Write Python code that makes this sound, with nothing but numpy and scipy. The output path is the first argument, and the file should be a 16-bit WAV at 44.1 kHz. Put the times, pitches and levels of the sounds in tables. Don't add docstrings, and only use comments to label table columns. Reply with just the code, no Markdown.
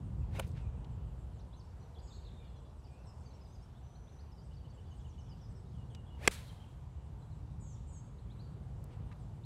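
import sys
import numpy as np
from scipy import signal
from scipy.io import wavfile
from scipy.ndimage import uniform_filter1d

SR = 44100
rng = np.random.default_rng(int(sys.argv[2]) if len(sys.argv) > 2 else 0)


def inscribe(sig):
    pcm = np.round(np.clip(np.atleast_2d(sig).T, -1, 1) * 32767)
    wavfile.write(sys.argv[1], SR, pcm.astype(np.int16))


N = 416744
T = np.arange(N) / SR


def undb(db):
    return 10 ** (np.asarray(db) / 20)


def unit(x):
    return x / np.sqrt(np.mean(x ** 2))


def band(x, hz, width_hz):
    return signal.lfilter(*signal.iirpeak(hz, hz / width_hz, SR), x)


def steep(x, hz, width_hz):
    return unit(band(band(x, hz, width_hz), hz, width_hz))


def noise():
    return rng.standard_normal(N)


def walk(rate_hz):
    hold = int(SR / rate_hz)
    steps = np.repeat(rng.standard_normal(N // hold + 1), hold)
    return unit(uniform_filter1d(uniform_filter1d(steps, hold), hold)[:N])


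def add(out, start_s, x):
    i = int(start_s * SR)
    out[i:i + len(x)] += x[:N - i]


# (time [s], rumble level [dB], upper rumble level [dB], leaf level [dB])
WIND_LEVELS = [(0.0, -44, -45.5, -62.5), (0.37, -45, -45, -60), (0.73, -44.5, -50.5, -60),
               (1.32, -49.5, -54, -61.5), (1.66, -55, -58, -63), (2.16, -53, -59, -62),
               (2.66, -56, -57.5, -63), (3.92, -57, -58.5, -63.5), (5.0, -52, -55.5, -64),
               (5.31, -54.5, -52.5, -63.5), (6.29, -53, -53.5, -62), (6.84, -54.5, -56.5, -63.5),
               (7.21, -51, -55.5, -63.5), (7.53, -52.5, -50, -64), (8.13, -54.5, -54, -64),
               (8.42, -54.5, -51, -62), (8.95, -51, -51.5, -60), (9.45, -55, -52, -62)]
# (centre [Hz], first-pass width [Hz], relative level [dB])
RUMBLE_MODES = [(52, 20, -4), (70, 35.8, 0)]
# (centre [Hz], first-pass width [Hz], relative level [dB])
BUFFET_MODES = [(118.3, 51, 3.5), (171, 61, -10.5)]
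# (frequency [Hz], relative density [dB per Hz])
LEAF_SPECTRUM = [(130, -29), (220, -0.5), (314, -14), (389, 0.5), (536, -9), (898, -6.5), (1150, -15),
                 (2110, -27), (2760, -24.5), (6030, -34), (7880, -30.5), (8930, -36.5), (11700, -40),
                 (15500, -60.5)]


def eddies(modes):
    out = 0
    for hz, width_hz, db in modes:
        out = out + undb(db) * unit(band(band(noise(), hz, width_hz), hz, 1.4 * width_hz))
    return unit(out)


def wind():
    s, *columns = np.transpose(WIND_LEVELS)
    low_db, upper_db, leaf_db = (np.interp(T, s, c) for c in columns)
    hz, density_db = np.transpose(LEAF_SPECTRUM)
    leaves = 0
    for centre_hz in 230 * 2 ** np.arange(0, 6.1, 1 / 3):
        gust = np.clip(1.3 - 0.29 * np.log2(centre_hz / 230), 0, 1)
        level_db = np.interp(np.log(centre_hz), np.log(hz), density_db)
        level_db = level_db + gust * (leaf_db - leaf_db.mean()) + 1.4 * walk(9)
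        width_hz = centre_hz / 3
        leaves = leaves + undb(level_db) * band(band(noise(), centre_hz, width_hz), centre_hz, width_hz)
    low = eddies(RUMBLE_MODES) * undb(low_db + 4.5)
    upper = eddies(BUFFET_MODES) * undb(upper_db + 2.5)
    return low + upper + unit(leaves) * undb(leaf_db.mean() - 0.57)


def whistle(length_s, hz, rough_hz, edge_s):
    u = np.linspace(-1, 1, int(length_s * SR))
    start, middle, end = hz
    pitch_hz = middle + (end - start) / 2 * u + ((start + end) / 2 - middle) * u ** 2
    shake = unit(uniform_filter1d(rng.standard_normal(SR // 2), size=100))[:len(u)]
    fade = np.clip((1 - abs(u)) * length_s / edge_s, 0, 1)
    return np.sqrt(2) * fade * np.sin(2 * np.pi * np.cumsum(pitch_hz + rough_hz * shake) / SR)


# (time [s], length [s], start [Hz], middle [Hz], end [Hz], level before trim [dB])
BIRD_NOTES = [(.213, 0.027, 2900, 2590, 2670, -75), (.61, 0.07, 2660, 2440, 2460, -74),
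              (.765, .03, 2750, 2600, 2500, -78), (1.384, 0.038, 6760, 5600, 4200, -77),
              (1.39, .022, 3300, 3900, 4500, -72.5), (1.526, .028, 3080, 3850, 4080, -69),
              (1.566, 0.034, 6000, 6330, 6190, -76), (1.593, .027, 5790, 4800, 4180, -69.5),
              (1.796, .055, 5870, 5950, 5950, -81), (1.815, .03, 3700, 4300, 3700, -78),
              (1.946, .014, 4300, 3700, 3100, -71), (1.957, 0.03, 3100, 3420, 3250, -68.5),
              (1.984, .026, 3270, 4960, 3000, -69.5), (2.103, 0.028, 3980, 3550, 3700, -66.5),
              (2.369, 0.042, 3650, 3670, 3600, -69.5), (2.393, .071, 2360, 2370, 2340, -76.5),
              (2.42, .08, 2950, 2900, 2840, -79), (2.47, .034, 4340, 4180, 4100, -78),
              (2.5, .1, 3400, 3390, 3330, -78), (2.56, .033, 4240, 4090, 4060, -80),
              (2.647, .039, 3490, 3470, 3260, -79), (2.838, 0.041, 5900, 4600, 5800, -73),
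              (2.88, 0.15, 2450, 2490, 2770, -79), (3.066, 0.026, 5730, 5250, 5600, -69),
              (3.088, .025, 5620, 5100, 5400, -70), (3.234, 0.092, 6300, 6200, 6130, -80),
              (3.257, 0.022, 4880, 4550, 4680, -68), (3.304, 0.021, 4600, 4020, 4710, -74),
              (3.333, 0.031, 5440, 5520, 5600, -74), (3.409, .02, 5400, 4970, 5100, -71),
              (3.446, .02, 5280, 4850, 5000, -71), (3.46, .022, 3300, 3820, 4300, -77),
              (3.471, 0.095, 6000, 6100, 6100, -82), (3.515, .04, 6000, 6400, 6600, -77),
              (3.548, 0.02, 5500, 4950, 4750, -72), (3.621, 0.028, 5280, 5500, 5430, -74),
              (3.745, .04, 3200, 3500, 3600, -78), (3.831, 0.4, 6010, 5990, 6000, -79.5),
              (3.95, .018, 3700, 4100, 4400, -72), (4.072, .03, 3200, 3770, 4340, -74.5),
              (4.187, 0.031, 3860, 4400, 5250, -71), (4.316, 0.022, 5500, 5200, 4750, -72),
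              (4.379, .027, 5070, 4680, 5260, -72), (4.405, .034, 4300, 5400, 6300, -79),
              (4.439, .04, 8600, 8160, 7900, -79), (4.534, .027, 4100, 4800, 5600, -77),
              (4.565, .023, 4500, 4650, 4400, -72), (4.68, .035, 4280, 5500, 6700, -80),
              (4.7, .023, 4400, 4600, 4340, -73.5), (4.734, .036, 8100, 7630, 7750, -80),
              (4.905, .029, 7190, 6410, 6200, -78), (4.956, .07, 9000, 7400, 4800, -79.5),
              (5.068, .037, 7390, 6900, 6170, -79), (5.09, .032, 6490, 5900, 5400, -76),
              (5.184, .04, 6700, 6000, 5100, -74), (5.23, .046, 7020, 5680, 5730, -82),
              (5.291, .045, 5400, 4930, 4450, -70), (5.41, 0.057, 5900, 5250, 4900, -73),
              (5.492, .04, 8600, 8060, 7900, -80), (5.55, .04, 5800, 5400, 4900, -76),
              (5.56, .055, 7910, 8100, 7990, -81), (5.9, .062, 8790, 8300, 7880, -83),
              (6.378, .025, 3210, 3220, 3180, -69), (6.478, .025, 4000, 4000, 4010, -72),
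              (6.491, .025, 3230, 3220, 3200, -65), (6.6, .05, 2870, 3250, 2600, -69),
              (7.22, .02, 4020, 4040, 3850, -75), (7.31, .032, 4450, 4020, 3970, -78),
              (7.755, .04, 3400, 3600, 3900, -80), (8.183, .017, 3600, 4000, 4400, -73.5),
              (8.298, 0.029, 3300, 3700, 4200, -70), (8.39, 0.028, 3750, 4270, 4750, -67),
              (8.42, .07, 4800, 4600, 4490, -78), (9.434, .02, 3340, 4090, 4000, -69)]


def bird_notes(out):
    for s, length_s, *hz, db in BIRD_NOTES:
        rough_hz = 200 if hz[1] > 7500 else 70
        add(out, s, undb(db - 0.8) * whistle(length_s, hz, rough_hz, .006))


# (time [s], length [s], first base [Hz], last base [Hz], arch height [Hz], level [dB], arches)
WARBLE_RUNS = [(2.072, 0.028, 4100, 3920, 1090, -70, 2), (2.122, .045, 3470, 3500, 1000, -67, 3),
               (2.17, .04, 3740, 3900, 100, -76, 2), (2.215, .037, 3900, 3700, 800, -75, 3),
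               (2.249, .044, 3600, 3100, 550, -67, 2), (2.3, .07, 3550, 3580, 250, -79, 3),
               (2.403, .071, 3390, 3150, 200, -77, 3)]


def warbles(out):
    for s, length_s, first_hz, last_hz, arch_hz, db, count in WARBLE_RUNS:
        base_hz = np.linspace(first_hz, last_hz, round(count) + 1)
        step_s = length_s / count
        for k in range(round(count)):
            hz = [base_hz[k], base_hz[k] + arch_hz, base_hz[k + 1]]
            add(out, s + k * step_s, undb(db) * whistle(1.1 * step_s, hz, 110, 0.0026))


# (offset [s], length [s], start [Hz], middle [Hz], end [Hz], level at the loudest point [dB])
FIGURE_RUNS = [(4.505, .134, 7, [(.003, .028, 2780, 3020, 2720, -69.5),
               (.082, .035, 3050, 3400, 3100, -78.5)]), (5.735, .163, 3, [(0, .035, 3350, 3250, 3150, -73),
               (.039, .065, 2980, 2880, 2900, -70)])]
FIGURE_SWELL_DB = 3


def figures(out):
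    for s, every_s, repeats, notes in FIGURE_RUNS:
        softest_first = sorted(notes, key=lambda n: n[-1])
        for k, u in enumerate(np.linspace(-1, 1, round(repeats))):
            swell_db = -FIGURE_SWELL_DB * (u - .4) ** 2
            for (offset_s, length_s, *hz, db), rough_hz in zip(softest_first, (150, 50)):
                note = whistle(length_s, hz, rough_hz, .008)
                add(out, s + k * every_s + offset_s, undb(db + swell_db) * note)


# (time [s], length [s], start [Hz], middle [Hz], end [Hz],
# upper voice above lower [Hz], lower voice level [dB])
RASP_CALLS = [(2.013, 0.18, 6950, 6680, 6830, 906, -75), (7.594, .15, 7300, 6600, 6000, 950, -70.5),
              (7.722, 0.042, 6200, 5700, 5350, 1300, -69.5), (7.863, 0.072, 7540, 7170, 6700, 883, -72.5),
              (7.915, 0.094, 7300, 6610, 6480, 1137, -67.5)]


def rasps(out):
    for s, length_s, *hz, above_hz, db in RASP_CALLS:
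        lower = whistle(length_s, hz, 125, 0.053)
        upper = whistle(length_s, np.add(hz, above_hz), 125, 0.042)
        add(out, s, undb(db) * (lower + undb(-1.2) * upper))


# (time [s], level [dB])
TRILL_LEVELS = [(0, -82), (1.3, -88), (2.3, -93), (2.8, -84), (3.8, -86), (4.1, -106), (4.5, -89),
                (5.9, -88), (6.5, -93.5), (7.2, -84.5), (8.3, -89), (8.7, -91), (9, -85.5), (9.45, -89)]
# (time [s], level [dB])
PIPE_LEVELS = [(0, -87), (1.2, -91), (3, -85), (5.5, -94.5), (7.2, -87), (9.45, -94)]


def far_song():
    trill, pipe = np.zeros((2, N))
    for k, (late, high, loud, low, soft) in enumerate(rng.standard_normal((66, 5))):
        trill_hz = np.array([8700, 8000, 7600]) * (1 + 0.027 * high)
        pipe_hz = np.array([2750, 2650, 2600]) * (1 + .2 * abs(late))
        trill_note = undb(1.5 + 2 * loud) * whistle(0.075, trill_hz, 380, .045)
        pipe_note = undb(1.5 * soft) * whistle(.09, pipe_hz, 180, .03)
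        add(trill, 0.034 + k * .143 + 0.0091 * late, trill_note)
        add(pipe, .06 + k * .143 + .015 * low, pipe_note)
    trill_db, pipe_db = (np.interp(T, *np.transpose(rows)) for rows in (TRILL_LEVELS, PIPE_LEVELS))
    return trill * undb(trill_db) + pipe * undb(pipe_db)


CHATTER_MIN_DB, CHATTER_SPREAD_DB = -89, 5.6


def chatter(out):
    for when, pitch, bend, loud in rng.random((130, 4)):
        hz = (3000 + 3500 * pitch) * (1 + .25 * (bend - .5) * np.array([-1, .3, 1]))
        gain = undb(CHATTER_MIN_DB + CHATTER_SPREAD_DB * loud)
        add(out, 1.3 + when * 4.6, gain * whistle(.03, hz, 80, 0.014))


TREES_T60_S, TREES_DB = .6, -5


def birds():
    out = np.zeros(N)
    for sing in (bird_notes, warbles, figures, rasps, chatter):
        sing(out)
    out = out + far_song()
    t = T[:SR // 2]
    tail = rng.standard_normal(len(t)) * 1000. ** (-t / TREES_T60_S) * np.minimum(t / .015, 1)
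    return out + undb(TREES_DB) * signal.fftconvolve(out, tail / np.linalg.norm(tail))[:N]


# (lowest point [s], level before grass copy [dB], treble relative to it [dB])
SWING_PASSES = [(.372, -51, -17), (6.257, -46, -16)]
SWELL_S, FADE_DB_PER_S, BRIGHTEN_DB_PER_S = .032, 259.5, 110.5
GRASS_PATH_M, GRASS_CLOSING_M_PER_S, SWING_SPAN_S = .27, 6, .13


def swings():
    out = 0
    for s, peak_db, treble_db in SWING_PASSES:
        t = T - s
        swell = 1 / (1 + (t / SWELL_S) ** 2) ** 1.5
        fade = undb(-FADE_DB_PER_S * np.maximum(t, 0))
        gain = undb(peak_db) * np.where(t < 0, swell, fade) * (abs(t) < .3)
        air = unit(steep(noise(), 2000, 2300) + undb(2.5) * steep(noise(), 520, 400))
        bright_db = treble_db + BRIGHTEN_DB_PER_S * np.clip(t, 0, SWING_SPAN_S)
        air = air + undb(bright_db) * steep(noise(), 7500, 9000)
        path_m = GRASS_PATH_M + GRASS_CLOSING_M_PER_S * np.clip(-t, 0, SWING_SPAN_S)
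        lag_samples = path_m / 343 * SR
        grass_copy = np.interp(np.arange(N) - lag_samples, np.arange(N), air)
        out = out + gain * (air + .6 * grass_copy)
    return out


# (time [s], peak level [dB], centre [Hz],
# width before 1.13x widening [Hz], rise of two e-folds [ms], t60 [ms])
SCUFF_BURSTS = [(.397, -42, 9000, 6000, 4, 25), (.398, -31.5, 2000, 1100, 2.6, 15),
                (.399, -36, 500, 500, 14, 45), (.432, -58, 2300, 1500, 25, 120),
                (.478, -63, 8000, 8000, .6, 15), (.48, -70, 8000, 9000, 30, 120),
                (.492, -65, 3000, 4000, .6, 15), (.575, -61, 1700, 2200, 40, 250),
                (.8458, -54, 3100, 1300, .3, 20), (5.949, -48.5, 3100, 3440, .3, 18),
                (8.841, -57, 9450, 7000, .6, 15), (8.93, -69, 2500, 2500, 50, 150),
                (9.116, -56.5, 1400, 1300, 4, 60), (9.126, -58, 2000, 1800, 1.2, 21)]
CRUMBS_START_S, CRUMBS_SPAN_S, CRUMBS_MIN_DB, CRUMBS_SPREAD_DB = 0.36, .17, -69.5, 6


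def scuffs():
    out = np.zeros(N)
    t = np.arange(-2000, 4000) / SR
    crumbs = []
    for when, loud, pitch in rng.random((12, 3)):
        s = CRUMBS_START_S + CRUMBS_SPAN_S * when
        db = CRUMBS_MIN_DB + CRUMBS_SPREAD_DB * loud
        crumbs.append((s, db, 2000 + 4000 * pitch, 4000, .6, 15))
    for s, db, hz, width_hz, rise_ms, t60_ms in SCUFF_BURSTS + crumbs:
        shape = np.where(t < 0, np.exp(t * 2000 / rise_ms), 1000. ** (-t * 1000 / t60_ms))
        burst = steep(rng.standard_normal(len(t)), hz, 1.13 * width_hz)
        add(out, s + t[0], undb(db) * shape * burst)
    return out


# (time [s], gain on the ring [dB])
STRIKE_S, STRIKE_DB = (6.27565, -13)
# (frequency [Hz], t60 [ms], relative level [dB])
IRON_MODES = [(190, 40, -7), (390, 16, -5.5), (620, 11, -4.5), (1120, 7, -2.5), (1590, 6.3, -1),
              (2030, 7.2, 2), (2520, 8, -3), (3130, 12, -7), (5560, 6, -6.5), (7570, 6, -5.5),
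              (10600, 2.8, -7.5)]
# (delay [ms], relative level [dB], lowpass corner [Hz])
GROUND_COPIES = [(2.42, -1, 13890), (4.2, -7, 3000)]


def strike():
    t = T[:SR // 10]
    ring = 0
    for k, (hz, t60_ms, db) in enumerate(IRON_MODES):
        sign = (-1) ** k
        ring = ring + sign * undb(db) * np.sin(2 * np.pi * hz * t) * 1000. ** (-t * 1000 / t60_ms)
    crackle = undb(-10) * steep(noise(), 4000, 8400)[:len(t)] * np.exp(-t / .002)
    ring = -(ring + crackle) * (1 - np.exp(-t / .0001))
    out = np.zeros(N)
    add(out, STRIKE_S, undb(STRIKE_DB) * ring)
    for delay_ms, db, top_hz in GROUND_COPIES:
        dull = signal.lfilter(*signal.butter(1, top_hz, fs=SR), ring)
        add(out, STRIKE_S + delay_ms / 1000, undb(STRIKE_DB + db) * dull)
    return out


# (level [dB], t60 [s], treble relative to body [dB])
ECHO_DECAYS = [(-52, .12, 3.5), (-56, .95, -3.5)]
ECHO_DELAY_S, ECHO_RISE_S = .033, .007


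def strike_echo():
    late_s = np.maximum(T - STRIKE_S - ECHO_DELAY_S, 0)
    rise = 1 - np.exp(-late_s / ECHO_RISE_S)
    body = rise * sum(undb(db - 60 * late_s / t60_s) for db, t60_s, _ in ECHO_DECAYS)
    treble = rise * sum(undb(db + top_db - 60 * late_s / t60_s) for db, t60_s, top_db in ECHO_DECAYS)
    wash = undb(2.5 * walk(40)) * steep(noise(), 1900, 2600)
    wash = wash + undb(-5 + 2.5 * walk(30)) * steep(noise(), 3800, 1400)
    hiss = undb(1.8 * walk(60) + 1.8 * walk(25)) * steep(noise(), 8000, 8000)
    return body * wash + treble * hiss


def scene():
    return (wind() + birds() + swings() + scuffs() + strike() + strike_echo())[None]


TOP_HZ = 15700


def record(dry):
    x = signal.sosfilt(signal.butter(3, 36, "high", fs=SR, output="sos"), dry)
    return signal.sosfilt(signal.ellip(8, .2, 70, TOP_HZ, fs=SR, output="sos"), x)


dry = scene()
out = record(dry)
inscribe(out)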